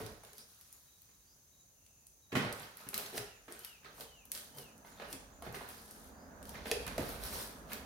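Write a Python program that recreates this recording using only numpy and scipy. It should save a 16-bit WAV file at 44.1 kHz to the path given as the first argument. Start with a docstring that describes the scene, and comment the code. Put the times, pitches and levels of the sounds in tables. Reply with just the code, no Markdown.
"""Sticky slime is kneaded, stretched and folded by two hands on a table in a bare, lively room.
Tiny bubbles, each a damped oscillator, crackle as it peels off skin and table and squelch under the
fingers. Air pockets pop and ring as cavities, the stretched sheet slaps down, and the tabletop
shudders in its bending modes. The walls reverberate; birds, insects and a dull rumble lie faintly behind."""
import sys
import numpy as np
from scipy import signal
from scipy.fft import rfft, irfft, next_fast_len
from scipy.io import wavfile
from scipy.ndimage import uniform_filter1d

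SR = 44100
rng = np.random.default_rng(int(sys.argv[2]) if len(sys.argv) > 2 else 0)


def generate_wav(signal):
    """Clip the signal to [-1, 1] and save it as 16-bit WAV at the path in sys.argv[1]."""
    frames = np.transpose(np.atleast_2d(signal))
    scaled = np.clip(frames, -1, 1) * 32767
    pcm = np.round(scaled).astype(np.int16)
    wavfile.write(sys.argv[1], SR, pcm)


N = 346185
TIME = np.arange(N) / SR

# spectra of dull push, wet squelch, sticky peel, wet smack and tearing pocket: f/Hz, level/dB
PUSH_SPECTRUM = [(30, -34), (60, -5.5), (90, -4.5), (120, -6.5), (160, -1.5), (235, 0), (330, -8.5),
                 (440, -4.5), (700, -3.5), (1100, -13), (2500, -60)]
SQUELCH_SPECTRUM = [(300, -25), (700, -2), (1000, 0.5), (1600, 1), (2500, -4), (4200, -5), (6000, -12.5),
                    (8000, -28), (16000, -53)]
PEEL_SPECTRUM = [(1000, -10), (3000, -6.5), (5000, -2), (6300, -4.5), (7500, -6), (9000, -1.5),
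                 (12500, -0.5), (16000, -2.5)]
SMACK_SPECTRUM = [(150, -28.5), (600, -5.5), (1700, -1.5), (2600, -4), (4000, -13.5), (7000, -20),
                  (16000, -27)]
CRACK_SPECTRUM = [(200, -10.5), (750, 10), (1300, -29), (1800, 3), (2600, 1), (4200, -1.5), (6000, -1.5),
                  (7500, -9.5), (10000, -3.5), (16000, -21)]
# Event levels are relative: each source adds its own gain.
# finger squeezes: t/s at the height, build-up/s, let-go/s, push/dB, squelch/dB, peel/dB
SQUEEZES = [(0.0, .05, 0.17, -52, -53, -55.5), (.26, 0.094, 0.27, -70, -64, -67),
            (0.389, 0.056, 0.059, -68, -66, -57.5), (.74, 0.048, 0.084, -82, -72, -70),
            (2.365, 0.033, 0.14, -41, -45, -54), (2.43, 0.073, .22, -47.5, -47, -70),
            (2.629, 0.18, 0.1, -58.5, -52, -59.5), (2.81, 0.13, 0.21, -65.5, -57, -62),
            (2.957, 0.037, 0.23, -53.5, -48, -49.5), (3.179, 0.053, 0.02, -46.5, -43, -42.5),
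            (3.51, 0.035, 0.2, -61.5, -58.5, -64), (3.65, 0.27, 0.092, -86, -61, -61.5),
            (3.86, 0.06, 0.11, -62, -56, -73), (4.015, 0.1, 0.051, -54, -58, -54),
            (4.35, 0.032, .14, -60.5, -56.5, -50), (4.585, 0.068, 0.074, -54, -59, -54),
            (4.869, 0.051, 0.27, -79, -63, -65.5), (5.018, 0.062, 0.11, -59.5, -51, -71),
            (5.135, 0.084, 0.029, -51.5, -58, -52.5), (5.443, 0.027, 0.095, -53.5, -54.5, -60.5),
            (5.549, 0.026, 0.068, -50, -53, -52), (5.621, 0.05, 0.099, -57, -54.5, -60.5),
            (5.699, .05, 0.11, -70, -57, -60), (6.48, 0.078, 0.2, -64, -70, -60.5),
            (6.56, 0.072, 0.12, -61, -50, -68), (6.671, 0.037, 0.26, -52.5, -51, -54),
            (6.88, .03, 0.12, -48.5, -48, -69), (7.0, .03, .15, -47, -49.5, -55),
            (7.101, 0.21, 0.15, -58, -49, -52), (7.265, 0.093, 0.067, -71, -49, -46.5),
            (7.345, 0.1, 0.2, -52.5, -50.5, -46), (7.42, 0.13, 0.072, -63, -51, -49),
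            (7.724, 0.054, 0.071, -52, -47, -51.5)]
# the sheet is drawn out and peels off the table: start/s, end/s, level/dB
STRETCHES = [(0.498, 2.1, -67), (5.7, 6.08, -61)]
# weight of the palms rubbing over the table: t/s, level/dB
PALM_WEIGHT = [(0, -52), (.45, -85), (2.3, -81), (2.37, -56), (2.8, -78), (3.15, -69), (3.7, -74),
               (4.1, -64.5), (4.45, -73), (5.5, -60), (5.8, -64.5), (6.3, -62), (6.6, -53), (7.35, -49),
               (7.55, -61.5), (7.85, -56)]
# single bubbles snapping: t/s, level/dB, tick f/Hz, body offset/dB
SNAPS = [(0.0633, -38.5, 10200, -8.5), (0.2357, -47, 8970, -15), (0.249, -48, 10200, -4),
         (0.3316, -45, 11300, -13), (0.3812, -39, 12000, -11.5), (0.611, -45.5, 10900, -11.5),
         (0.7267, -42, 11200, -36), (1.019, -47, 14500, -22), (1.8633, -53.5, 8750, -8),
         (2.0682, -43.5, 9400, -40), (2.526, -32, 9300, -13), (2.597, -40.5, 9070, -18),
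         (2.7708, -37.5, 11200, -33), (2.8881, -30.5, 11000, -17), (2.9419, -25.5, 12300, -8),
         (2.9779, -22.5, 13200, -13.5), (3.0615, -43, 12400, 2), (3.177, -35, 8650, -29),
         (3.5229, -36, 9200, -18), (3.592, -38.5, 11300, -33), (3.6473, -32.5, 11000, -11),
         (4.0076, -39, 11100, -5), (4.2538, -43, 12500, -20), (4.3173, -24.5, 10000, -14.5),
         (4.35, -45.5, 13600, 5), (4.3757, -41, 8450, -3), (4.5843, -38.5, 14400, -8),
         (4.779, -50, 9570, -40), (5.1276, -33, 8700, -8), (5.423, -43.5, 9600, -11),
         (5.5254, -44, 11600, -15), (5.689, -37, 12500, -19), (5.91, -40.5, 10500, -26),
         (6.428, -44, 8600, -11), (6.454, -44, 10400, -8), (6.4923, -38.5, 10100, -11),
         (6.866, -34.5, 11400, -10), (6.878, -34, 9870, -5.5), (6.9798, -34, 10600, -6),
         (7.091, -35, 12300, -21), (7.2364, -32, 11200, -11.5), (7.7324, -27.5, 12200, -12.5)]
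# lumps and fingers landing: t/s, thud level/dB, thud f/Hz, smack level/dB
SLAPS = [(.002, -37, 202, -44), (.022, -38, 109, -63), (0.235, -47, 676, -57), (1.089, -74, 700, -62),
         (2.319, -50, 240, -36), (2.327, -29.5, 218, -39), (2.352, -24, 197, -22.5),
         (2.366, -23, 192, -26.5), (2.446, -38, 128, -43), (2.867, -41, 213, -46), (2.93, -44.5, 430, -39),
         (3.13, -40, 368, -51), (3.146, -35, 344, -46), (3.185, -44.5, 117, -44), (3.480, -44, 337, -44.5),
         (3.844, -70, 495, -45.5), (4.848, -44.5, 820, -61), (4.998, -36.5, 720, -44),
         (5.019, -35, 577, -39), (5.134, -42, 274, -49), (5.422, -36, 604, -56), (5.465, -36, 480, -43),
         (5.468, -37.5, 121, -50), (5.543, -41, 690, -36), (5.611, -35, 690, -53), (6.543, -45, 487, -47),
         (6.655, -38.5, 440, -35.5), (6.866, -38.5, 188, -36), (6.983, -32.5, 117, -35),
         (7.323, -45, 450, -39.5), (7.716, -52, 447, -36)]
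# air pockets bursting: t/s, level/dB, cavity f/Hz, glide/(octave/s), T60/s, crack level/dB
POPS = [(.002, -42, 438.4, 0, 0.16, -56), (2.998, -41.5, 766, 5, 0.02, -27.5),
        (3.132, -40.5, 390, 2.5, 0.12, -58), (3.179, -40, 425, 3, 0.1, -20.5),
        (3.481, -45, 356, 1.5, .16, -54), (6.7145, -28.5, 450, 3, 0.22, -10.5),
        (6.9808, -23.5, 668, -85, 0.072, -24.5), (6.994, -29, 366, 5, 0.078, -44)]
# reverberation time of the room: f/Hz, T60/s
ROOM_T60 = [(100, 0.35), (400, 0.46), (1500, 0.68), (4000, 0.56), (9000, 0.45), (15000, 0.27)]
# standing waves of the room: f/Hz, bandwidth/Hz, gain/dB
ROOM_MODES = [(109.4, 6.6, 10), (210, 26, 1), (271, 16, 3), (423, 98, 7)]
# a distant bird's whistles: t/s, level/dB
WHISTLES = [(3.204, -64.5), (3.601, -60.5), (4.062, -63), (4.532, -62.5), (4.999, -64)]
# pitch of a whistle, a short rise and a long fall: t/s into the call, f/Hz
WHISTLE_PITCH = [(0, 2950), (.036, 3160), (.12, 2780), (.185, 2350)]
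# a second bird's double pips: t/s, level/dB
PIPS = [(.863, -72), (1.117, -79), (1.517, -72.5), (2.219, -71.5)]
# pitch of one pip: t/s into the pip, f/Hz
PIP_PITCH = [(0, 3840), (.022, 3920), (.052, 3720)]
# raspy sliding bird notes: t/s, duration/s, first f/Hz, last f/Hz, level/dB
RASPS = [(0.366, 0.079, 4580, 5320, -60.5), (1.262, 0.09, 4650, 5250, -69.5), (1.7, .45, 2825, 2540, -81.5),
         (6.142, 0.15, 4620, 5260, -71)]
# swell of the hollow rumble: t/s, level/dB
RUMBLE_SWELL = [(4.1, -87), (4.3, -65), (4.8, -59.5), (5.3, -60), (5.85, -58.5), (6.4, -52.5), (7.2, -54.5),
                (7.85, -52)]
# spectrum of the rumble: f/Hz, level/dB
RUMBLE_SPECTRUM = [(40, -20), (70, 0.5), (130, -9.5), (220, -5.5), (340, -9), (600, -5), (1000, -12),
                   (1700, -15), (2500, -33), (6000, -57)]
# resonances of the rumble: f/Hz, bandwidth/Hz, gain/dB
RUMBLE_MODES = [(173, 11, 8), (218, 9.4, 13), (259, 12, 12.5)]
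# an insect's short chirrs: t/s at the middle, level/dB
CHIRRS = [(.3, -78), (.75, -75), (1.11, -78), (1.62, -79), (2.0, -83), (3.39, -81), (4.199, -79),
          (4.94, -74), (5.36, -77), (6.13, -87)]
# spectrum of still room air and microphone hiss: f/Hz, level/dB
AIR_SPECTRUM = [(25, -37), (45, 1), (75, 1), (150, -4), (300, -12), (700, -16.5), (1500, -23), (3200, -25),
                (5000, -20), (8000, -21.5), (10500, -18), (16000, -17.5)]
# stereo width: f/Hz, gain of side against mid/dB
STEREO_WIDTH = [(60, -11), (130, -12), (220, -12), (400, -9.5), (700, -4.5), (1200, 1), (6000, 0),
                (9000, 1.5), (16000, 1.5)]
# stereo balance: f/Hz, gain of left against right/dB
STEREO_BALANCE = [(60, -3.5), (110, 0), (200, -2), (380, -1.5), (700, 0), (1290, -6), (2380, -1),
                  (4400, -5.5), (8120, 3), (15000, 1.5)]


def kneading():
    """Superposed bubble swarms in three bands give the dull push, wet squelch and fine peeling crackle."""
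    pushing, squelching, peeling = hand_effort()
    push = bubble_swarm(pushing, PUSH_SPECTRUM, per_s=700, spread_db=0, crowding=.2,
                        low_hz=59.8, high_hz=1213, cycles=2.87)
    squelch = bubble_swarm(squelching, SQUELCH_SPECTRUM, per_s=2500, spread_db=3.5, crowding=.3,
                           low_hz=609, high_hz=6950, cycles=2.27)
    peel = bubble_swarm(peeling, PEEL_SPECTRUM, per_s=8000, spread_db=1.5, crowding=.5,
                        low_hz=3050, high_hz=15050, cycles=5.6)
    return amp(1.0) * push + amp(-2.5) * squelch + amp(0.65) * peel


def hand_effort(swing_db=20, thinning_db_per_s=13, edge_s=0.036):
    """Incoherent sources add in power: rubs, squeezes and stretches sum to push, squelch, peel gains."""
    power = np.outer([amp(-7), amp(-12.5), 0], envelope(PALM_WEIGHT)) ** 2  # rubbing peels nothing
    for s, build_s, let_go_s, *levels_db in SQUEEZES:
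        away = np.maximum((s - TIME) / build_s, (TIME - s) / let_go_s)
        near = away < 4
        power[:, near] += np.outer(amp(levels_db), amp(-swing_db * away[near])) ** 2
    for start, end, db in STRETCHES:
        pulling = np.clip(np.minimum(TIME - start, end - TIME) / edge_s + 1, 0, 1)
        thinning = amp(db - thinning_db_per_s * (TIME - start))
        power += np.outer([0, amp(-6.5), 1], pulling * thinning) ** 2
    return np.sqrt(power)


def bubble_swarm(effort, spectrum, per_s, spread_db, crowding, low_hz, high_hz, cycles, bands=24):
    """Shot noise: bubbles ring as damped oscillators at random times, more often under harder work."""
    out, t = np.zeros((2, N)), np.arange(1024) / SR
    chance = (effort / effort.max()) ** crowding
    per_band = int(per_s * N / SR / bands)
    for hz in np.geomspace(low_hz, high_hz, bands):
        when, size, side, luck = rng.random((5000, 4))[:per_band].T
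        at = (when * (N - 1)).astype(int)
        strength = amp(spread_db * np.minimum(-np.log(size + 1e-9), 3.5))
        strength *= (luck < chance[at]) / np.sqrt(chance[at] + 1e-9)  # sparser at equal mean power
        impulses = np.zeros((2, N))
        impulses[:, at] = strength * np.array([.5 + side, 1.5 - side])
        bubble = np.sin(2 * np.pi * (hz * t + rng.random((2, 1)) / 2)) * np.exp(-hz * t / cycles)
        out += hz * signal.oaconvolve(impulses, bubble, axes=1)[:, :N]
    return unit(colour(out, spectrum)) * effort


def snaps():
    """Impulse excitation: a thin bubble wall tears, giving a bright tick over a short, lower body."""
    out = np.zeros((2, N))
    for s, db, hz, body_db in SNAPS:
        tick = colour(ring(crack(t60=0.014, shared=0.027, spike_db=12), hz, q=2.7), PEEL_SPECTRUM)
        body = ring(crack(t60=0.025, shared=0.16, spike_db=9), 3940, q=0.8)
        add(out, s + .0005, at_peak(tick, db + 2.0) + at_peak(body, db + body_db + 6.5))
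    return out


def slaps():
    """Inelastic impact: slime lands with a damped thud, longer when deeper, and a wet smack."""
    out = np.zeros((2, N))
    for s, db, hz, smack_db in SLAPS:
        impact = burst(t60=0.055 * np.sqrt(400 / hz), shared=0.82)
        thud = ring(ring(impact, hz, q=2.23), hz, q=0.2)
        closing = np.clip(np.arange(len(thud[0])) / SR / 0.0024, 0, 1)  # wet faces meet over a few ms
        smack = colour(closing * burst(t60=0.067, shared=0.19), SMACK_SPECTRUM)
        add(out, s, at_peak(thud, db - 2.0) + at_peak(smack, smack_db - .5))
    return out


def pops():
    """Cavity resonance: an air pocket cracks open and rings, gliding in pitch as it changes shape."""
    out, t = np.zeros((2, N)), np.arange(SR // 4) / SR
    for s, db, hz, glide, t60, crack_db in POPS:
        pitch = hz * 2 ** (glide * t)
        cavity = sine(pitch) * decay(t, t60)
        puff = ring(burst(t60=0.091, shared=0.55), hz * 0.977, q=4.5)
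        tear = colour(crack(t60=0.03, shared=0.93, spike_db=19.0), CRACK_SPECTRUM)
        add(out, s, amp(db - 3.5) * cavity + at_peak(puff, db - 7.0) + at_peak(tear, crack_db - 3.86))
    return out


def crack(t60, shared, spike_db):
    """Rupture transient: a wall gives way in one pressure spike, then a brief spatter."""
    spatter = burst(t60, shared)
    spatter[:, 0] += amp(spike_db)
    return spatter


def burst(t60, shared):
    """Partial coherence: a dying puff of noise with a share of its power common to both channels."""
    t = np.arange(SR // 4) / SR
    common, *own = rng.standard_normal((3, len(t)))
    return (np.sqrt(shared) * common + np.sqrt(1 - shared) * np.array(own)) * decay(t, t60)


def tabletop():
    """Forced vibration: the palms shake the tabletop's three lowest bending modes."""
    shove = rng.standard_normal((2, N))
    modes = ring(ring(shove, 51.5, q=3.5), 49.6, q=2.4)
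    modes += 0.98 * ring(ring(shove, 69.0, q=5.9), 74.0, q=3.2)
    modes += 0.19 * ring(ring(shove, 103, q=1.5), 100, q=1.6)
    return amp(0.5) * unit(modes) * envelope(PALM_WEIGHT)


def room(direct, wet_db):
    """Reverberation: dense wall echoes last longest in the midrange, and a few standing waves stand out."""
    echoes = rng.choice([-1., 1.], (2, SR)) * (rng.random((2, SR)) < .12)
    hz, t, spectra = signal.stft(echoes, SR, nperseg=256)
    tail = signal.istft(spectra * decay(t, at_hz(ROOM_T60, hz)[:, None]), SR, nperseg=256)[1]
    tail *= np.clip(np.arange(tail.shape[1]) / SR / 0.0046, 0, 1) ** 2  # near walls answer after a few ms
    tail /= np.sqrt((tail ** 2).sum(1, keepdims=True))
    tail = resonate(tail, ROOM_MODES)
    return direct + amp(wet_db) * signal.oaconvolve(direct, tail, axes=1)[:, :N]


def birds(pip_gap_s=.064):
    """Gliding tones from outdoors: birds give falling whistles, double pips and rasps."""
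    out = np.zeros((2, N))
    for s, db in WHISTLES:
        add(out, s, bird_note(WHISTLE_PITCH, db, rasp=.012))
    for s, db in PIPS:
        for delay in (0, pip_gap_s):
            add(out, s + delay, bird_note(PIP_PITCH, db, rasp=0.0045))
    for s, length, first_hz, last_hz, db in RASPS:
        add(out, s, bird_note([(0, first_hz), (length, last_hz)], db, rasp=0.045))
    return out


def bird_note(contour, db, rasp):
    """Frequency modulation: fast random flutter roughens a thin whistle along its pitch contour."""
    t = np.arange(0, contour[-1][0], 1 / SR)
    flutter = unit(uniform_filter1d(rng.standard_normal(SR), 90))[:len(t)]
    pitch = np.interp(t, *np.transpose(contour)) * (1 + rasp * flutter)
    arch = np.sqrt(abs(np.sin(np.pi * t / t[-1])))
    return amp(db) * sine(pitch) * arch * amp([[1.5], [-2.5]])  # to the left


def rumble():
    """Resonant filtering: dull noise swells and drones on a few low resonances."""
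    noise = colour(rng.standard_normal((2, N)), RUMBLE_SPECTRUM)
    return unit(resonate(noise, RUMBLE_MODES)) * envelope(RUMBLE_SWELL)


def insects_and_air():
    """Narrow-band noise sounds pitched: a steady insect shrill and short chirrs over broadband air."""
    air, shrill, chirr = rng.standard_normal((3, 2, N))
    shrill = unit(ring(ring(shrill, 6170, q=14), 6170, q=14))
    chirr = unit(ring(ring(chirr, 6950, q=22), 6950, q=22))
    swell = amp(-77) + sum(amp(db + 4.5) * np.exp(-((TIME - s) / 0.031) ** 2) for s, db in CHIRRS)
    return amp(-66.5) * unit(colour(air, AIR_SPECTRUM)) + amp(-72.5) * shrill + swell * chirr


def colour(x, spectrum):
    """Minimum-phase filter: it imposes a spectrum causally, so attacks stay sharp."""
    size = 4096
    log_gain = np.log(amp(at_hz(spectrum, abs(np.fft.fftfreq(size, 1 / SR)))))
    taps = np.fft.ifft(np.exp(np.conj(signal.hilbert(log_gain)))).real[:size // 2]
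    return signal.oaconvolve(x, taps[None], axes=1)[:, :x.shape[1]]


def ring(x, hz, q):
    """Second-order resonator of quality factor q."""
    hz = min(hz, .45 * SR)
    return signal.lfilter(*signal.iirpeak(hz, max(q, 2.5 * hz / SR), fs=SR), x)


def resonate(x, modes):
    """Parallel resonators lift a narrow band at each mode."""
    return x + sum((amp(db) - 1) * ring(x, hz, q=hz / width) for hz, width, db in modes)


def sine(hz):
    """Phase is the integral of frequency."""
    return np.sin(2 * np.pi * np.cumsum(hz) / SR)


def decay(t, t60):
    """Exponential damping, 60 dB in t60 seconds."""
    return np.exp(-np.log(1000) * t / t60)


def envelope(points):
    """Gain over time, interpolated in decibels."""
    return amp(np.interp(TIME, *np.transpose(points)))


def at_hz(points, hz):
    """Interpolation on a log-frequency axis."""
    f, value = np.transpose(points)
    return np.interp(np.log(hz + 1), np.log(f + 1), value)


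def amp(db):
    """Amplitude ratio of a level in decibels."""
    return 10 ** (np.asarray(db) / 20)


def unit(x):
    """Normalisation to rms 1."""
    return x / np.sqrt(np.mean(x ** 2) + 1e-20)


def at_peak(x, db):
    """Peak normalisation by the mean of the six largest magnitudes."""
    return amp(db) * x / np.sort(abs(x).ravel())[-6:].mean()


def add(mix, s, sound):
    """Superposition of a stereo sound at time s."""
    part = mix[:, max(round(s * SR), 0):][:, :sound.shape[1]]
    part += sound[:, :part.shape[1]]


def scene():
    """Linear superposition: slime and birds reverberate; tabletop, rumble, insects and air add directly."""
    slime = room(kneading(), wet_db=-1.46) + room(snaps(), wet_db=-2.5)
    slime = slime + room(slaps(), wet_db=0.5) + room(pops(), wet_db=-4.0)
    return slime + tabletop() + rumble() + room(birds(), wet_db=-4.5) + insects_and_air()


def record(dry):
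    """Mid-side stereo: two close, band-limited microphones differ in colour, nearly alike in the bass."""
    size = next_fast_len(N + 4096)
    hz = np.fft.rfftfreq(size, 1 / SR)
    left, right = rfft(dry, size)
    mid = (left + right) / 2
    side = (left - right) / 2 * amp(at_hz(STEREO_WIDTH, hz))
    lean = amp(at_hz(STEREO_BALANCE, hz) / 2)
    pair = irfft(np.array([(mid + side) * lean, (mid - side) / lean]), size)[:, :N]
    lowpass = signal.firwin(401, cutoff=16200, window=("kaiser", 9), fs=SR)
    return signal.oaconvolve(pair, lowpass[None], "same")


dry = scene()
out = record(dry)
generate_wav(out)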